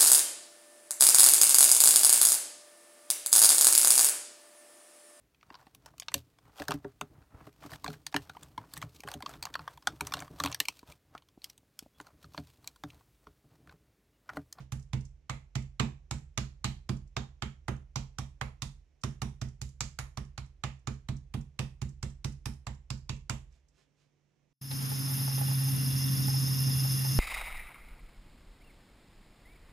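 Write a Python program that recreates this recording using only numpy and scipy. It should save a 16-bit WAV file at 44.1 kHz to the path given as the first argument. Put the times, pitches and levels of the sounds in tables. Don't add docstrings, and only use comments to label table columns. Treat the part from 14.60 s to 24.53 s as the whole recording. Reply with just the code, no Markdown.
import sys
import numpy as np
from scipy import signal
from scipy.fft import rfft, irfft, next_fast_len
from scipy.io import wavfile

SR = 44100
rng = np.random.default_rng(int(sys.argv[2]) if len(sys.argv) > 2 else 0)


def unload_wav(signal):
    wavfile.write(
        sys.argv[1],
        SR,
        np.round(np.clip(np.atleast_2d(signal).T, -1, 1) * 32767).astype(np.int16),
    )


N = 437897
T = np.arange(N) / SR

# start_s, force_db, trapped_air_db, juice_db, fine_spray_db, squirt_hz
BLOWS = [(0.122, -2, -5, -5.5, 0.0, 6500), (0.333, 2, -2, -3.5, -6, 2510),
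         (0.697, -3.5, 5, 1.5, -3.5, 2150.0), (0.955, 1.5, -1.5, 2, -2, 2280),
         (1.198, 5, 12.5, 8.5, 1.5, 2500), (1.511, 0, 2.5, 4, 1, 7840), (1.777, 1.5, 6, 8, 3, 2400),
         (2.044, 1, 6.5, 10, 6, 4000), (2.293, 4.0, 2.0, -3, -1.5, 4900), (2.567, -1.5, 8, 3, -4.0, 3650),
         (2.823, -0.5, 6, 1.5, -4.5, 3340), (3.083, 1.5, 7.5, -5.5, -1.5, 6600),
         (3.359, -1, 4, 5.5, -1.0, 5950.0), (3.586, -2, 1.5, 0, 0.5, 5770),
         (3.813, -4, 8, -1.5, -0.5, 2090.0), (4.021, -3, -0.5, 4.5, 5, 3770),
         (4.437, 1.5, 4, 1.5, 2.5, 5800), (4.619, 1, 3.5, 0, 4, 5700), (4.816, 0, -3.5, -2, -4.5, 5400),
         (5.016, -4, -12, 0.5, 1, 7050), (5.207, -3.5, 2, 10.5, 5, 6940), (5.389, -7, 4, 1.0, 6, 6580.0),
         (5.574, -2, 1, -4.5, -3, 5400), (5.779, -6, -1.5, -4, -7, 4180), (6.038, -2.0, 6.5, 3.5, -4, 2100),
         (6.273, 1, 3.5, -1, -4.5, 6900), (6.488, 2.5, -3, -6, -7.5, 3800.0),
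         (6.741, 1, -2.5, -7, -1, 3290.0), (6.992, 0.5, 4, 3, 5, 2600), (7.218, 1, -6, -4.5, -4, 7040.0),
         (7.429, 0, -4.5, 0.5, -1.5, 7660.0), (7.646, 1.5, -4, 1.5, 2, 5300),
         (7.858, -0.5, -1, 0.5, 7.5, 5150.0), (8.069, -3, 0.5, -3.5, -6.5, 7400),
         (8.304, -1.5, -3, 2, -2, 4870), (8.494, -0.5, -1.5, 2, -4, 2690), (8.697, -0.5, 5, 5.5, 6, 7400)]
# pitch_hz, level_db, t60_s, first_swing_sign
BOARD = [(46.18, -16, 1, -1), (66.46, -11, 0.78, 1), (91.5, -5, 0.17, 1), (131.3, 2, 0.32, -1),
         (192.5, -12.5, 0.3, -1), (242.7, -15.5, 0.17, 1), (289, -20.5, 0.26, -1), (352.8, -31, 0.1103, 1),
         (424.4, -30.5, 0.073, -1)]
# pitch_hz, level_db, t60_s, first_swing_sign
BOOM = [(42.6, -10.5, 0.6, -1), (58.5, -7.5, 0.24, 1), (74.43, -20.5, 0.79, 1), (125.8, -22.5, 0.21, 1),
        (144.6, -8, 0.31, -1), (222.8, -8, 0.17, -1)]
WAYS = 6


def amp(db):
    return 10 ** (np.asarray(db) / 20)


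def unit(x):
    return x / np.sqrt(np.sum(x ** 2, axis=-1, keepdims=True) + 1e-20)


def add(out, s, sound):
    i = max(round(s * SR), 0)
    out[..., i:i + sound.shape[-1]] += sound[..., :N - i]


def band(x, low_hz, high_hz):
    edges = np.clip([low_hz, high_hz], 10, .45 * SR)
    return signal.sosfilt(signal.butter(2, edges, "band", fs=SR, output="sos"), x)


def resonance(x, hz, width_hz):
    r = np.exp(-np.pi * width_hz / SR)
    return signal.lfilter([1, 0, -1], [1, -2 * r * np.cos(2 * np.pi * hz / SR), r * r], x)


def fade(t, t60):
    return amp(-60 * t / t60)


def colour(x, points, power=1):
    size = next_fast_len(x.shape[-1] + SR // 50)
    hz, db = np.transpose(points)
    bins_hz = np.arange(size // 2 + 1) * SR / size
    curve = np.interp(np.log(bins_hz + 1), np.log(hz), db)
    return irfft(rfft(x, size) * amp(curve * power), size)[..., :x.shape[-1]]


def pan(x, points):
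    return colour(x, points, np.array([[.5], [-.5]]))


def crush(t, peak_s, rise_s, fall_s, grain_db=-0.5, ooze_db=-23.0, ooze_s=0.0085):
    before = np.minimum(t - peak_s, 0)
    since = np.maximum(t - peak_s, 0)
    decay = np.exp(-since / fall_s) + amp(ooze_db) * np.exp(-since / ooze_s)
    shape = np.exp(before / rise_s) * decay
    noise = rng.standard_normal((WAYS, len(t)))
    grain = amp(grain_db * rng.standard_normal((WAYS, len(t))))
    return shape * noise * grain


def hardness(force, air):
    per_force, per_air = 1.9, 0.23
    return per_force * force + per_air * air


def slaps(pop_db=-18.5, bump_db=-33.0, lead_s=.003, peak_s=.0037):
    out, t = np.zeros((WAYS, N)), T[:SR // 10]
    for s, force, air, juice, spray, squirt_hz in BLOWS:
        pocket_spread_octaves = .09
        pocket_hz = 1154.6 * 2 ** (pocket_spread_octaves * rng.normal())
        push = crush(t, peak_s, rise_s=0.00024, fall_s=0.0015, grain_db=4.0, ooze_db=-24.5)
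        bump = crush(t, peak_s, rise_s=0.00055, fall_s=0.0051)
        push[0], bump[0] = push[1], bump[1]
        sound = amp(pop_db + air) * hollow_pop(t, push, pocket_hz)
        sound += amp(bump_db + hardness(force, air)) * unit(band(bump, 200, 410))
        sound += wet_burst(t, peak_s, force, air, juice, spray, squirt_hz)
        add(out, s - lead_s, sound)
        add(out[:2], s, mallet_ring(t, force, air))
    return out


def hollow_pop(t, push, pocket_hz, pocket_share=0.82):
    # pitch_hz, level_db
    pop_curve = [(150, -28), (380, -19), (540, -12.5), (760, -3), (1150, 2), (1500, -2), (2200, -6),
                 (4000, -39)]
    return unit(unit(colour(push, pop_curve)) + pocket_share * gulp(t, pocket_hz))


def gulp(t, hz, start_s=.0018, above_octaves=.3):
    sag_octaves, sag_s, ring_s = 1, .008, 0.0014
    t = np.maximum(t - start_s, 0)
    pitch = hz * 2 ** (above_octaves - sag_octaves * (1 - np.exp(-t / sag_s)))
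    phase = 2 * np.pi * np.cumsum(pitch) / SR
    return unit(np.sin(phase) * t * np.exp(-t / ring_s))


def wet_burst(t, peak_s, force, air, juice, spray, squirt_hz, smack_db=-10.5, squelch_db=-11.5,
              spray_db=-19.0, squirt_share=0.21, squirt_width_hz=600):
    smack_per_air, smack_per_juice = 0.46, 0.53
    stretch_per_force, stretch_per_juice = .45, -.5
    burst_s = 0.0018 * amp(stretch_per_force * force + stretch_per_juice * juice)
    burst = crush(t, peak_s, rise_s=0.66 * burst_s, fall_s=burst_s, ooze_db=-16.0, ooze_s=.008)
    squirt = unit(resonance(burst, squirt_hz, squirt_width_hz))
    wet = unit(burst) + squirt_share * squirt
    smack = smack_db + smack_per_air * air + smack_per_juice * juice
    squelch, mist = squelch_db + juice, spray_db + spray
    return colour(wet, [(600, smack - 24), (1750, smack - 1), (3200, smack),
                        (5000, squelch), (7600, squelch + 1), (8700, mist),
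                        (10000, mist - 1), (12000, mist - 6), (15000, mist - 11)])


def mallet_ring(t, force, air, wood_db=-25.0, per_hardness=0.3, per_air=.6, scatter_db=3.4):
    # pitch_hz, level_db, t60_s
    head_modes = [(662, -9, 0.19), (827, 1.5, 0.063), (1140, -1, 0.049), (1820, -10.5, 0.037),
                  (2418, -5, 0.11)]
    wood = 0
    for hz, db, t60 in head_modes:
        level = amp(db + scatter_db * rng.normal())
        swing = rng.choice([-1, 1])
        wood = wood + level * swing * np.sin(2 * np.pi * hz * t) * fade(t, t60)
    return amp(wood_db + per_hardness * hardness(force, air) + per_air * air) * unit(wood)


def thuds(thud_db=-36.5, board_db=5.5, boom_db=5.5, bass_follow=.45, scatter_db=1.5, detune=0.012,
          contact_s=0.0013, boom_lag_s=.0294):
    out, t = np.zeros(N), T[:SR]
    onset = 1 - np.exp(-t / 0.0016)
    for s, force, air, *_ in BLOWS:
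        for modes, lag, db in (BOARD, contact_s, board_db), (BOOM, boom_lag_s, boom_db):
            for hz, level, t60, swing in modes:
                drives = [bass_follow * force, force, hardness(force, air)]
                drive = np.interp(hz, [70, 125, 210], drives) + scatter_db * rng.normal()
                pitch = hz * (1 + detune * rng.normal())
                ring = np.sin(2 * np.pi * pitch * t) * fade(t, t60) * onset
                add(out, s + lag, swing * amp(thud_db + db + level + drive) * ring)
    return out


def peels(peel_db=-40.5, fizz_db=-53.5, fizz_s=0.043):
    # peak_s, level_db
    stray_ticks = [(0.227, -40.5), (0.4533, -35.5), (2.477, -50.5), (4.417, -42), (6.1938, -51),
                   (8.926, -50), (9.087, -48)]
    lift_s, lift_spread_s = 0.076, 0.0043
    stick_per_force, stick_per_air = 0.97, -0.7
    out, t = np.zeros((WAYS, N)), T[:SR // 6]
    ticks = list(stray_ticks)
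    for s, force, air, _, spray, _ in BLOWS:
        tick_s = s + lift_s + lift_spread_s * rng.normal()
        ticks.append((tick_s, peel_db + stick_per_force * force + stick_per_air * air))
        fizz = crush(t, fizz_s + .008 * rng.normal(), rise_s=0.056, fall_s=0.013)
        add(out, s, amp(fizz_db + spray) * unit(band(fizz, 6500, 15500)))
    for s, db in ticks:
        tick = crush(t, 0.0086, rise_s=.003, fall_s=0.0036)
        add(out, s - .008, amp(db) * unit(band(tick, 5100, 7800)))
    return out


def fingers(grain_db=6.5):
    # peak_s, length_s, level_db
    slides = [(8.949, 0.048, -78.5), (9.196, 0.048, -74.5), (9.416, 0.052, -80)]
    grains = rng.standard_normal(N) * amp(grain_db * rng.standard_normal(N))
    rub = colour(grains, [(200, -8.0), (600, -3), (1500, 3.5), (7000, 0.5), (14000, -22)])
    rub = unit(rub) * np.sqrt(N)
    return rub * sum(amp(db) * np.exp(-((T - s) / length) ** 2) for s, length, db in slides)


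def dying_thud(level_db=-37.0, age_s=0.068):
    t = T[:SR] + age_s
    ring = 0
    for hz, db, t60, swing in BOARD + BOOM:
        ring = ring + swing * amp(db) * np.sin(2 * np.pi * hz * t) * fade(t - age_s / 2, t60)
    opening = np.minimum(T[:SR] / .004, 1) ** 2
    return np.pad(amp(level_db) * ring * opening, (0, N - SR))


def dying_slap(level_db=-27.0, t60=0.2):
    t = T[:SR // 2]
    opening = np.minimum(t / .004, 1) ** 2
    noise = rng.standard_normal((2, len(t)))
    tail = colour(noise, [(300, 14), (1200, 7.5), (6000, -2.5), (14000, -18)]) * fade(t, t60) * opening
    return np.pad(amp(level_db) * unit(tail), ((0, 0), (0, N - len(t))))


def kitchen(sources, early_db=-3.5, early_t60=0.035, late_db=-4.5, late_t60=0.28, gap_s=0.0053):
    # pitch_hz, level_db
    echo_curve = [(150, -4.5), (350, 14.5), (600, 9), (1200, -3.5), (2500, 0.5), (4000, -3), (7000, -6),
                  (10000, -2), (14000, -9)]
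    t, out = T[:SR // 2], 0
    for source in sources:
        grains = rng.standard_normal((2, len(t))) * amp(1.0 * rng.standard_normal(len(t)))
        early = unit(grains * fade(t, early_t60) * (t > gap_s))
        late = unit(rng.standard_normal((2, len(t))) * fade(t, late_t60) * (t > 2 * gap_s))
        echoes = colour(amp(early_db) * early + amp(late_db) * late, echo_curve)
        out = out + signal.oaconvolve(source[None], echoes, axes=1)[:, :N]
    return out / np.sqrt(len(sources))


def still_air(hiss_db=-77.0, hum_db=-79, hum_hz=144):
    # pitch_hz, density_db_per_hz
    air_curve = [(18, -42), (30, -9), (92, -9), (143, -3.5), (190, -8.5), (320, -10), (497, -14.5),
                 (1270, -25), (2250, -22), (4780, -32), (5730, -27.5), (8470, -38.5), (15000, -52)]
    noise = rng.standard_normal((2, N)) + rng.standard_normal(N)
    hiss = amp(hiss_db) * unit(colour(noise, air_curve)) * np.sqrt(N)
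    return hiss + amp(hum_db) * np.sqrt(2) * np.sin(2 * np.pi * hum_hz * T)


def scene():
    # pitch_hz, difference_db
    direct_lean = [(100, -5), (500, -9), (1000, -7.5), (1500, -6), (2500, -9.5), (4500, -11), (7200, -5.5),
                   (9300, -2.5), (14000, 2.5)]
    # pitch_hz, difference_db
    room_lean = [(100, -6.5), (500, -8.5), (1500, -4.5), (4000, -6.5), (7000, -11.5), (8800, 3),
                 (14000, -1.5)]
    contact = slaps() + peels() + fingers()
    direct = contact[:2] + thuds() + dying_thud()
    room = kitchen(contact[2:]) + dying_slap() + still_air()
    return pan(direct, direct_lean) + pan(room, room_lean)


def record(dry):
    cutoff_hz = 15500
    dry = colour(dry, [(20, -22.5), (30, -12.5), (40, -0.5)])
    return signal.sosfilt(signal.ellip(10, .1, 80, cutoff_hz, fs=SR, output="sos"), dry)


dry = scene()
out = record(dry)
unload_wav(out)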